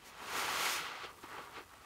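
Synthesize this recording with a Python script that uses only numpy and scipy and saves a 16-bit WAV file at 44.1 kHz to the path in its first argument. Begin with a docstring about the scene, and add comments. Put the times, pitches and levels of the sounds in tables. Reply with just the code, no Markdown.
"""A soapy sponge is squeezed by two hands over a basin of foam, close to a mono microphone in a quiet room.
Lather churns in the cavity of the hands, water gurgles, and air fizzes from the pores until the sponge
is flat. A second grip forces out a few wet spurts and low gulps; all the while the foam crackles faintly.
Bursting films act as impulses, and ringing bubbles as damped oscillators."""
import sys
import numpy as np
from scipy import signal
from scipy.fft import rfft, irfft, next_fast_len
from scipy.io import wavfile
from scipy.ndimage import map_coordinates

SR = 44100
rng = np.random.default_rng(int(sys.argv[2]) if len(sys.argv) > 2 else 0)


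def output_pcm(signal):
    """Save a mono or channel-first signal as 16-bit PCM at the path in sys.argv[1].

    Samples are clipped to [-1, 1] before scaling.
    """
    pcm = np.clip(np.atleast_2d(signal).T, -1, 1) * 32767
    wavfile.write(sys.argv[1], SR, np.round(pcm).astype(np.int16))


N = 81585


def amp(db):
    """Amplitude ratio of a level in decibels."""
    return 10 ** (np.asarray(db) / 20)


def unit(x):
    """Normalisation to unit rms."""
    return x / np.sqrt(np.mean(x ** 2) + 1e-20)


def curve(rows):
    """Linear interpolation of (time [s], value) rows at every sample."""
    return np.interp(np.arange(N) / SR, *np.transpose(rows))


def wobble(knots_per_s):
    """Random modulation: a spline through Gaussian values."""
    return map_coordinates(rng.standard_normal(1000), [np.arange(N) * knots_per_s / SR], mode="wrap")


def coloured(x, spectrum):
    """Minimum-phase filtering by (frequency [Hz], gain [dB]) rows, at unit rms."""
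    m = 2 * next_fast_len(N)
    hz, db = np.transpose(spectrum)
    gain = amp(np.interp(np.log(np.fft.rfftfreq(m, 1 / SR) + 1), np.log(hz), db))
    cepstrum = irfft(np.log(gain), m)
    cepstrum[1:m // 2] *= 2  # folding onto positive time makes the filter causal
    cepstrum[m // 2 + 1:] = 0
    return unit(irfft(rfft(x, m) * np.exp(rfft(cepstrum)), m)[:N])


def pops(per_s, spread_db):
    """Shot noise: films burst independently, each an impulse of random size and sign."""
    size = amp(spread_db * np.minimum(rng.exponential(size=N), 4))
    bursts = rng.random(N) < per_s / SR
    return unit(bursts * size * rng.choice([-1, 1], N))


def bubbles(low_hz, high_hz, decay_cycles, spread_db, rise, count):
    """Bubble resonance: a swarm of damped sinusoids, each climbing a little in pitch."""
    onset, pitch, size, life = rng.random((count, 4)).T[:, :, None]
    hz = low_hz * (high_hz / low_hz) ** pitch
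    k = np.arange(SR // 80)
    age = k / SR * hz / (decay_cycles * (.5 + life))  # in decay times
    phase = 2 * np.pi * hz * k / SR * (1 + rise * np.minimum(age, 2))
    gain = amp(-spread_db * np.log(np.maximum(size, .03))) * rng.choice([-1, 1], (count, 1))
    tones = gain * np.sin(phase) * np.exp(-age)
    samples = (onset * N).astype(int) + k
    return unit(np.bincount(samples.ravel(), tones.ravel())[:N])


# Resonance of the cupped hands (time [s], frequency [Hz], strength [ratio])
HAND_RESONANCE = [(0, 990, 0.45), (.4, 980, .15), (.65, 1450, 0.39), (.85, 1330, 1.25), (1.05, 1270, 1.1),
                  (1.25, 1040, 1.3), (1.34, 1130, 0.54), (1.48, 1060, 1.4), (1.58, 880, 0.45),
                  (1.75, 1200, 0.64)]


def hand_cavity(x):
    """Cavity resonance: the hands ring at a pitch set by the grip, more clearly as they close."""
    rows = np.array(HAND_RESONANCE)
    hz, strength = curve(rows[:, :2]), curve(rows[:, ::2])
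    centres = np.geomspace(850, 1600, 8)  # Hz; the pitch moves by crossfading these resonators
    ring = sum(np.interp(hz, centres, share) * signal.lfilter(*signal.iirpeak(centre, Q=5.5, fs=SR), x)
               for centre, share in zip(centres, np.eye(len(centres))))
    return unit((x + strength * ring) / (1 + strength / 2))


# Flow of lather (time [s], relative level [dB])
LATHER_FLOW = [(0, -63.5), (.095, -58.5), (.125, -59.5), (.2, -52.5), (.3, -46.5), (.36, -41), (.45, -40.5),
               (.53, -41.5), (.64, -39), (.73, -42.5), (.8, -45.5), (.9, -46.5), (1.03, -48.5),
               (1.1, -55.5), (1.16, -66.5), (1.227, -62), (1.234, -51), (1.275, -55), (1.34, -48),
               (1.36, -51.5), (1.42, -51.5), (1.5, -55.5), (1.59, -52.5), (1.655, -67.5), (1.74, -58),
               (1.8, -63), (1.85, -59)]
# Spectrum of the churning (frequency [Hz], gain [dB])
LATHER_SPECTRUM = [(60, -33), (150, -26), (330, -16.5), (560, -11), (720, -6), (900, -0.5), (1400, 0.5),
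                   (1750, -2), (2300, -8.5), (4000, -17.5), (15000, -39.5)]


def lather():
    """Source and resonator: large bubbles form and burst in the lather, exciting the hand cavity."""
    swarm = bubbles(low_hz=395.3, high_hz=2564, decay_cycles=3.46, spread_db=3.5, rise=.046, count=2600)
    churn = coloured(pops(per_s=4000, spread_db=3) + amp(-10.5) * swarm, LATHER_SPECTRUM)
    return hand_cavity(churn) * amp(curve(LATHER_FLOW) + .5 + .66 * wobble(70))


# Resting foam, livelier when freshly stirred (time [s], level [dB])
FOAM_LEVEL = [(0, -70.5), (.2, -70), (.9, -69), (1.15, -64.5), (1.31, -63), (1.46, -64.5), (1.62, -66.5),
              (1.85, -67.5)]
# Spectrum of its bursts (frequency [Hz], gain [dB])
FOAM_SPECTRUM = [(300, 5), (1500, -1), (4000, 0.5), (8000, 2.5), (13000, -1), (15500, -2)]


def foam_crackle():
    """Film rupture: single bubbles keep bursting in the resting foam."""
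    return amp(curve(FOAM_LEVEL)) * coloured(pops(per_s=2000, spread_db=2.5), FOAM_SPECTRUM)


# Tearing of small bubbles (time [s], level [dB])
FROTH_LEVEL = [(0.0, -70), (0.06, -59.5), (0.128, -62.5), (0.39, -44), (0.478, -43.5), (0.68, -38),
               (0.906, -50), (1.014, -53), (1.04, -47.5), (1.128, -68.5), (1.216, -68.5), (1.236, -55.5),
               (1.252, -63.5), (1.386, -58), (1.498, -66), (1.576, -52.5), (1.654, -71), (1.85, -65)]
# Spectrum of the froth (frequency [Hz], gain [dB])
FROTH_SPECTRUM = [(500, -47.5), (1700, -8), (2200, 3.5), (2650, 0), (3150, 2.5), (3550, -2.5), (4100, -1.5),
                  (5500, -8.5), (7500, -15), (15000, -39)]


def froth():
    """Resonance rises as radius falls: small bubbles tear and ring high at the sponge's surface."""
    swarm = bubbles(low_hz=1798, high_hz=5690, decay_cycles=5.2, spread_db=2.5, rise=.023, count=3000)
    tearing = coloured(pops(per_s=4000, spread_db=1.5) + amp(-10) * swarm, FROTH_SPECTRUM)
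    return tearing * amp(curve(FROTH_LEVEL) + .6 * wobble(70.3))


# Water shifting inside the sponge (time [s], level [dB])
WATER_LEVEL = [(0, -74), (.09, -59.5), (.14, -74), (.22, -57.5), (.33, -55), (.39, -48.5), (.46, -53),
               (.55, -53), (.65, -51.5), (.73, -54.5), (.8, -56), (.92, -60), (1.02, -65.5), (1.13, -61),
               (1.22, -74), (1.33, -58.5), (1.45, -63), (1.58, -65), (1.66, -84), (1.85, -77)]
# Spectrum of the gurgle (frequency [Hz], gain [dB])
WATER_SPECTRUM = [(30, -25), (70, -3), (160, -5.5), (310, -1.5), (420, 0), (520, -2), (750, -4.5),
                  (950, -6.5), (1400, -15.5), (4000, -40), (15000, -55)]


def slosh():
    """Heavily damped oscillation: bubbles gurgle low as water moves through the compressed sponge."""
    swarm = bubbles(low_hz=200.6, high_hz=1034, decay_cycles=1.67, spread_db=1.5, rise=.078, count=1200)
    gurgle = coloured(pops(per_s=3000, spread_db=3) + amp(-20) * swarm, WATER_SPECTRUM)
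    return gurgle * amp(curve(WATER_LEVEL) + .32 * wobble(40.6))


# Air leaving the pores (time [s], level [dB])
AIR_LEVEL = [(0, -81), (.04, -71), (.058, -57), (.092, -58.5), (.125, -74), (.19, -62), (.32, -50),
             (.39, -42), (.47, -46.5), (.56, -44), (.655, -39.5), (.745, -40.5), (.82, -53.5), (.89, -61.5),
             (1.1, -91)]
# Spectrum of the fizz (frequency [Hz], gain [dB])
FIZZ_SPECTRUM = [(300, -38), (1500, 2), (3000, -5), (5000, -0.5), (7000, -0.5), (7600, -5), (9700, -3.5),
                 (10300, -8.5), (11800, -6.5), (15500, -11)]


def fizz():
    """Dense shot noise: air blows thousands of tiny bubbles from the pores, and their pops merge."""
    hiss = coloured(pops(per_s=9000, spread_db=0), FIZZ_SPECTRUM)
    return hiss * amp(curve(AIR_LEVEL) + .36 * wobble(81.2))


# Jets of lather (crest time [s], level [dB], rise width [s], fall width [s])
SPURT_EVENTS = [(1.046, -47.5, 0.0093, 0.0059), (1.187, -57.5, 0.01, 0.0081), (1.233, -53.5, .002, 0.011),
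                (1.338, -56.5, 0.019, 0.023), (1.388, -47.5, 0.01, 0.018), (1.572, -47.5, .018, .032)]
# Spectrum of a jet (frequency [Hz], gain [dB])
SPURT_SPECTRUM = [(80, -30), (250, -3), (400, 6), (650, -7.5), (860, 3), (1200, 0.5), (2300, -7.5),
                  (3200, -11.5), (4700, -25), (8000, -50), (15000, -44)]


def spurts():
    """Flow through a gap: lather rushes between the fingers in lopsided Gaussian pulses of noise."""
    t = np.arange(N) / SR
    envelope = sum(amp(db) * np.exp(-.5 * ((t - crest) / np.where(t < crest, rise, fall)) ** 2)
                   for crest, db, rise, fall in SPURT_EVENTS)
    return envelope * coloured(pops(per_s=3000, spread_db=2.5), SPURT_SPECTRUM)


# Escaping air pockets (time [s], relative level [dB], centre pitch [Hz], span of onsets [s])
GULP_EVENTS = [(1.047, -40.5, 405, 0.0034), (1.238, -38.5, 290, .006), (1.381, -35, 620, 0.00903),
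               (1.385, -40.5, 302, 0.0055)]


def gulps():
    """Free oscillation: each air pocket breaks into three large, quickly damped bubbles, smallest first."""
    attack_s, decay_s = .0008, .0022
    log_pitch_range, relative_climb_per_s = .49, 40
    out, t = np.zeros(N + SR), np.arange(SR // 20) / SR
    envelope = np.exp(-t / decay_s) * (1 - np.exp(-t / attack_s))
    for start, db, hz, span in GULP_EVENTS:
        for part in np.linspace(0, 1, 3):
            pitch = hz * np.exp(log_pitch_range * (.5 - part) + rng.normal(0, .1))
            phase = 2 * np.pi * pitch * t * (1 + relative_climb_per_s * t / 2)
            onset = int((start + part * span) * SR)
            out[onset:onset + len(t)] += amp(db) * np.sin(phase) * envelope
    return out[:N]


def basin(x, decay_s=.012, reflection_db=-12):
    """Early reflections: the basin's walls add a brief, exponentially decaying cluster of echoes."""
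    t = np.arange(SR // 10) / SR
    walls = rng.standard_normal(len(t)) * np.exp(-t / decay_s) * (t > .001)
    return x + amp(reflection_db) * signal.fftconvolve(x, walls / np.linalg.norm(walls))[:N]


# Spectrum of the room's low hush (frequency [Hz], gain [dB])
ROOM_SPECTRUM = [(24, -37), (42, -5), (70, 2), (120, -4), (200, -6.5), (500, -9), (1500, -21),
                 (5000, -21.5), (15000, -29.5)]


def scene():
    """Superposition: the wet sounds in the basin add to the room's hush, alike in both channels."""
    wet = basin(lather() + foam_crackle() + froth() + slosh() + fizz() + spurts() + gulps())
    mono = wet + amp(-65) * coloured(rng.standard_normal(N), ROOM_SPECTRUM)
    return np.array([mono, mono])


def record(dry, low_cut_hz=32, top_hz=15700):
    """Band limiting: the recorder thins the deepest bass and passes nothing above its upper limit."""
    m = 2 * next_fast_len(N)
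    hz = np.fft.rfftfreq(m, 1 / SR)
    low_cut = hz ** 4 / (hz ** 4 + low_cut_hz ** 4)
    return irfft(rfft(dry, m) * low_cut * (hz < top_hz), m)[:, :N]


dry = scene()
out = record(dry)
output_pcm(out)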